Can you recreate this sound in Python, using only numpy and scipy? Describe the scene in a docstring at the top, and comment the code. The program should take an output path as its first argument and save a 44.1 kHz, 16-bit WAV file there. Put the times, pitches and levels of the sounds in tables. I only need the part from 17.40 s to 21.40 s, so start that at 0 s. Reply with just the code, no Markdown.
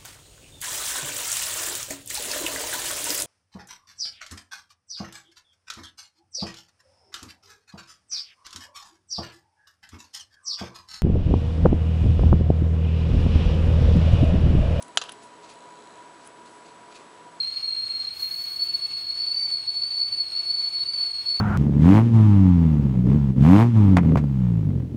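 """Whistling kettle on a stove

A kettle at full boil whistles in a kitchen. Its steam jet sings a shrill tone that wanders with
the pressure and flutters by interference with its own echoes. Turbulent steam hisses through the
spout over the rumble of the water; a splash sizzles away on the hot plate and single droplets pop."""
import sys
import numpy as np
from scipy import signal
from scipy.fft import rfft, irfft
from scipy.io import wavfile
from scipy.ndimage import uniform_filter1d

SR = 44100
rng = np.random.default_rng(int(sys.argv[2]) if len(sys.argv) > 2 else 0)


def transcribe(signal):
    """Save signal, clipped to [-1, 1], as a 16-bit WAV file at the path in sys.argv[1]."""
    frames = np.atleast_2d(signal).T
    limited = np.clip(frames, -1, 1)
    pcm = np.round(limited * 32767).astype(np.int16)
    wavfile.write(sys.argv[1], SR, pcm)


N = 176400
TIME = np.arange(N) / SR
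RUN_IN = SR // 2   # samples in which the reverberation builds up


def from_db(db):
    """Amplitude grows tenfold for every 20 dB."""
    return 10 ** (np.asarray(db) / 20)


def rms_one(x):
    """Division by the root mean square gives unit power."""
    return x / np.sqrt(np.mean(x ** 2) + 1e-20)


def in_time(rows):
    """Linear interpolation joins (seconds, value) rows into a curve."""
    return np.interp(TIME, *np.transpose(rows))


def drift(rate_hz):
    """Low-passed noise fluctuates at unit power, mostly slower than rate_hz."""
    pole = np.exp(-2 * np.pi * rate_hz / SR)
    smooth = signal.lfilter([1], [1, -2 * pole, pole * pole], rng.standard_normal(N + SR))
    return rms_one(smooth[SR:])


def coloured(x, spectrum):
    """Spectral shaping by a (Hz, dB) curve colours a sound; the result has unit power."""
    hz, db = np.transpose(spectrum)
    bin_hz = np.maximum(np.fft.rfftfreq(N, 1 / SR), 1)
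    gain = from_db(np.interp(np.log(bin_hz), np.log(hz), db))
    return rms_one(irfft(rfft(x) * gain, N))


def resonate(x, hz, width_hz):
    """A damped resonator passes a band around its natural frequency; the result has unit power."""
    radius = np.exp(-np.pi * width_hz / SR)
    feedback = [1, -2 * radius * np.cos(2 * np.pi * hz / SR), radius * radius]
    return rms_one(signal.lfilter([1, 0, -1], feedback, x))


def run_in(x):
    """Reverberation takes time to build, so a mirrored lead-in sets the room ringing beforehand."""
    return np.pad(x, (RUN_IN, 0), "reflect")


def kitchen(x, echo_db=-3, t60_s=0.39, gap_s=0.0045):
    """Diffuse reflections follow the direct sound and decay exponentially; x loses its run-in."""
    age = TIME[:RUN_IN + 1]
    response = rng.standard_normal(len(age)) * from_db(-60 * age / t60_s) * (age > gap_s)
    response *= from_db(echo_db) / np.sqrt(np.sum(response ** 2))
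    response[0] += 1   # direct sound
    return signal.fftconvolve(x, response, "valid")


def echo_flutter(tone, window_s=0.045, power_floor=0.5):
    """A wavering tone interferes with its echoes; swells slower than the window are partly levelled."""
    beating = rms_one(kitchen(tone, echo_db=-1.5))
    slow_power = uniform_filter1d(beating ** 2, int(window_s * SR))
    return rms_one(beating / np.sqrt(slow_power + power_floor))


# The whistle's pitch rises with steam pressure. Each row: time in seconds, frequency in Hz.
WHISTLE_PITCH = [(0.0, 4261), (0.045, 4189), (0.11, 4295), (0.21, 4300), (0.31, 4232), (0.34, 4265),
                 (0.38, 4213), (0.41, 4276), (0.5, 4248), (0.56, 4292), (0.66, 4190), (0.685, 4294),
                 (0.8, 4310), (0.85, 4259), (0.91, 4300), (0.97, 4410), (1.08, 4350), (1.15, 4374),
                 (1.22, 4420), (1.35, 4415), (1.39, 4370), (1.44, 4410), (1.62, 4345), (1.75, 4396),
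                 (1.85, 4480), (1.91, 4432), (2.0, 4561), (2.18, 4375), (2.25, 4345), (2.29, 4437),
                 (2.35, 4414), (2.49, 4472), (2.62, 4434), (2.68, 4490), (2.76, 4440), (2.81, 4431),
                 (2.87, 4320), (2.92, 4320), (2.97, 4436), (3.04, 4373), (3.13, 4460), (3.36, 4391),
                 (3.46, 4450), (3.545, 4513), (3.58, 4425), (3.66, 4420), (3.73, 4360), (3.82, 4368),
                 (3.9, 4400), (4.0, 4440)]
# The fundamental swells and fades unevenly. Each row: time in seconds, relative level in dB.
WHISTLE_LEVEL = [(0.0, -25), (0.12, -34), (0.17, -28), (0.21, -36), (0.24, -28), (0.72, -31.5), (0.78, -39),
                 (0.83, -26), (0.9, -37), (0.91, -31), (1.19, -32.5), (1.22, -21), (1.26, -32.5),
                 (1.3, -25), (1.32, -40.5), (1.35, -19), (1.37, -38.5), (1.45, -24), (1.47, -39.5),
                 (1.54, -27.5), (1.63, -33.5), (1.69, -25), (1.76, -34), (1.8, -26), (2.06, -25.5),
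                 (2.07, -31), (2.12, -23.5), (2.25, -37), (2.29, -23), (2.33, -37), (2.37, -21.5),
                 (2.41, -36.5), (2.42, -22), (2.49, -32.5), (2.53, -24), (2.55, -29.5), (2.62, -22),
                 (2.71, -33.5), (2.72, -24), (2.76, -29.5), (2.81, -22.5), (2.84, -34), (2.93, -32),
                 (2.99, -23.5), (3.02, -35), (3.1, -24), (3.29, -27), (3.3, -36), (3.36, -25.5),
                 (3.39, -28.5), (3.42, -24), (3.45, -35), (3.49, -23.5), (3.51, -30.5), (3.63, -24),
                 (3.69, -30), (3.8, -28), (3.84, -41), (3.87, -23.5), (4.0, -27)]
# The overtones are faint. Each row: harmonic number, level in dB at mean pressure.
WHISTLE_OVERTONES = [(2, -56.5), (3, -87.5)]


def whistle(cavity_band_hz=(4100, 4620), offset_db=0.5, overtone_db_per_hz=0.0037):
    """Flow-excited resonance: the steam jet sings a near sine, shaken by the boil and by turbulence."""
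    pitch = in_time(WHISTLE_PITCH)
    boil_wobble_hz = 15.04 * drift(28.1)
    jet_jitter_hz = 13.9 * drift(110)
    phase = 2 * np.pi * np.cumsum(run_in(pitch + boil_wobble_hz + jet_jitter_hz)) / SR
    shimmer = run_in(from_db(1.22 * drift(160)))
    cavity = signal.butter(4, cavity_band_hz, "band", fs=SR, output="sos")
    level = from_db(in_time(WHISTLE_LEVEL) + offset_db)
    tone = signal.sosfilt(cavity, level * echo_flutter(shimmer * np.sin(phase)))
    pressure_db = overtone_db_per_hz * (pitch - pitch.mean())   # overtones grow with pressure
    for harmonic, db in WHISTLE_OVERTONES:
        swell_db = 1.5 * drift(6)
        overtone = echo_flutter(shimmer * np.sin(harmonic * phase))
        tone += from_db(db + pressure_db + swell_db) * overtone
    return tone


# The jet's noise is broadband. Each row: frequency in Hz, relative spectral density in dB.
STEAM_SPECTRUM = [(60, -17.5), (200, -1), (500, -5), (900, 0.5), (1400, -1), (1900, -2.5), (3000, -3.5),
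                  (4900, 1), (5700, -12), (8000, -11.5), (9300, -9.5), (10300, -19.5), (13000, -22),
                  (16000, -23.5)]
# Kettle and spout resonate. Each row: frequency in Hz, nominal width in Hz, level in dB.
SPOUT_RESONANCES = [(600, 110, -68), (990, 260, -69.5), (1410, 170, -70), (2235, 154, -59.5),
                    (2745, 165, -59.5), (3153, 60, -66.5), (3293, 55, -65), (3560, 150, -65.5),
                    (3910, 110, -58.5), (5297, 160, -61), (6700, 350, -67), (11500, 1300, -73)]


def steam(jet_db=-52, treble_db_per_hz=0.0006):
    """Turbulence radiates noise and excites kettle and spout; more pressure brightens the hiss."""
    hiss = from_db(jet_db) * coloured(rng.standard_normal(N), STEAM_SPECTRUM)
    for hz, width_hz, db in SPOUT_RESONANCES:
        swell_db = 1.86 * drift(6)
        band = resonate(rng.standard_normal(N), hz, 2 * width_hz)
        hiss += from_db(db + swell_db) * resonate(band, hz, 2 * width_hz)   # a second pass narrows it
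    hiss = np.std(hiss) * rms_one(kitchen(run_in(hiss), echo_db=-8))
    pitch = in_time(WHISTLE_PITCH)
    above_whistle = signal.butter(2, pitch.mean(), "high", fs=SR, output="sos")
    treble_gain = from_db(treble_db_per_hz * (pitch - pitch.mean()))
    hiss += (treble_gain - 1) * signal.sosfiltfilt(above_whistle, hiss)
    flicker_db = 1.3 * drift(19.3)
    return hiss * from_db(flicker_db)


# The boiling water rumbles. Each row: frequency in Hz, relative spectral density in dB.
BOIL_SPECTRUM = [(20, -42), (32, -24.5), (48, -5.5), (65, 2.5), (100, 1.5), (130, 3.5), (170, -6.5),
                 (240, -10), (330, -1.5), (480, -7.5), (900, -37.5)]


def boil(level_db=-60.5):
    """The irregular motion of rolling water radiates low noise of uneven strength."""
    flicker_db = 1.2 * drift(6.2)
    return from_db(level_db + flicker_db) * coloured(rng.standard_normal(N), BOIL_SPECTRUM)


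# Water spits on the hot plate.
# Each row: start in seconds, envelope scale in dB, attack and decay time constants in seconds.
SPLASH_SPITS = [(0.541, -52, 0.026, 0.03), (.735, -43.5, .025, 0.097), (0.791, -42.5, 0.005, 0.24),
                (.905, -46, 0.0033, .05), (.995, -42.5, 0.0085, 0.059), (1.079, -48, 0.0072, 0.11),
                (1.23, -46.5, 0.002, 0.034), (1.332, -45, 0.0072, 0.031), (1.44, -65, 0.0079, .25),
                (1.59, -60, .005, 0.11), (3.579, -64, 0.0034, 0.034)]
# Crackles and pops share one colour. Each row: frequency in Hz, relative spectral density in dB.
SIZZLE_SPECTRUM = [(500, -5.5), (2000, -4), (6000, -5.5), (9000, -9.5), (10500, -4.5), (12000, -2.5),
                   (15500, -1)]


def sizzle(crackles_per_s=7400, spread_db=4):
    """Rapid vaporisation bursts each spit into crackles that die away; incoherent spits add in power."""
    power = 0
    for start_s, db, attack_s, decay_s in SPLASH_SPITS:
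        age = np.maximum(TIME - start_s, 0)
        envelope = from_db(db) * (1 - np.exp(-age / attack_s)) * np.exp(-age / decay_s)
        power += envelope ** 2
    sizes = from_db(spread_db * np.minimum(rng.exponential(1, N), 5))
    signs = rng.choice([-1, 1], N)
    crackles = sizes * signs * (rng.random(N) < crackles_per_s / SR)
    sputter = from_db(drift(70))   # the crackles come in clumps
    return np.sqrt(power) * sputter * coloured(kitchen(run_in(crackles)), SIZZLE_SPECTRUM)


# Single droplets burst. Each row: start in seconds, initial level in dB.
DROPLET_POPS = [(0.737, -46), (1.264, -51), (1.290, -51), (1.444, -49), (1.579, -49), (1.608, -55),
                (1.670, -53), (2.054, -54)]


def pops(decay_s=0.004):
    """A brief transient has a broad spectrum, so each bursting droplet gives a bright tick."""
    envelope = 0
    for start_s, db in DROPLET_POPS:
        age = np.maximum(TIME - start_s, 0)
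        envelope += from_db(db) * (TIME >= start_s) * np.exp(-age / decay_s)
    ticks = envelope * coloured(rng.standard_normal(N), SIZZLE_SPECTRUM)
    return kitchen(run_in(ticks))


def scene():
    """By superposition, the sounds of kettle and stove add at one listening point."""
    return (whistle() + steam() + boil() + sizzle() + pops())[None]


def record(dry):
    """An elliptic low-pass filter cuts the highest treble steeply."""
    cutoff_hz = 15700
    return signal.sosfilt(signal.ellip(12, 0.1, 80, cutoff_hz, fs=SR, output="sos"), dry)


dry = scene()
out = record(dry)
transcribe(out)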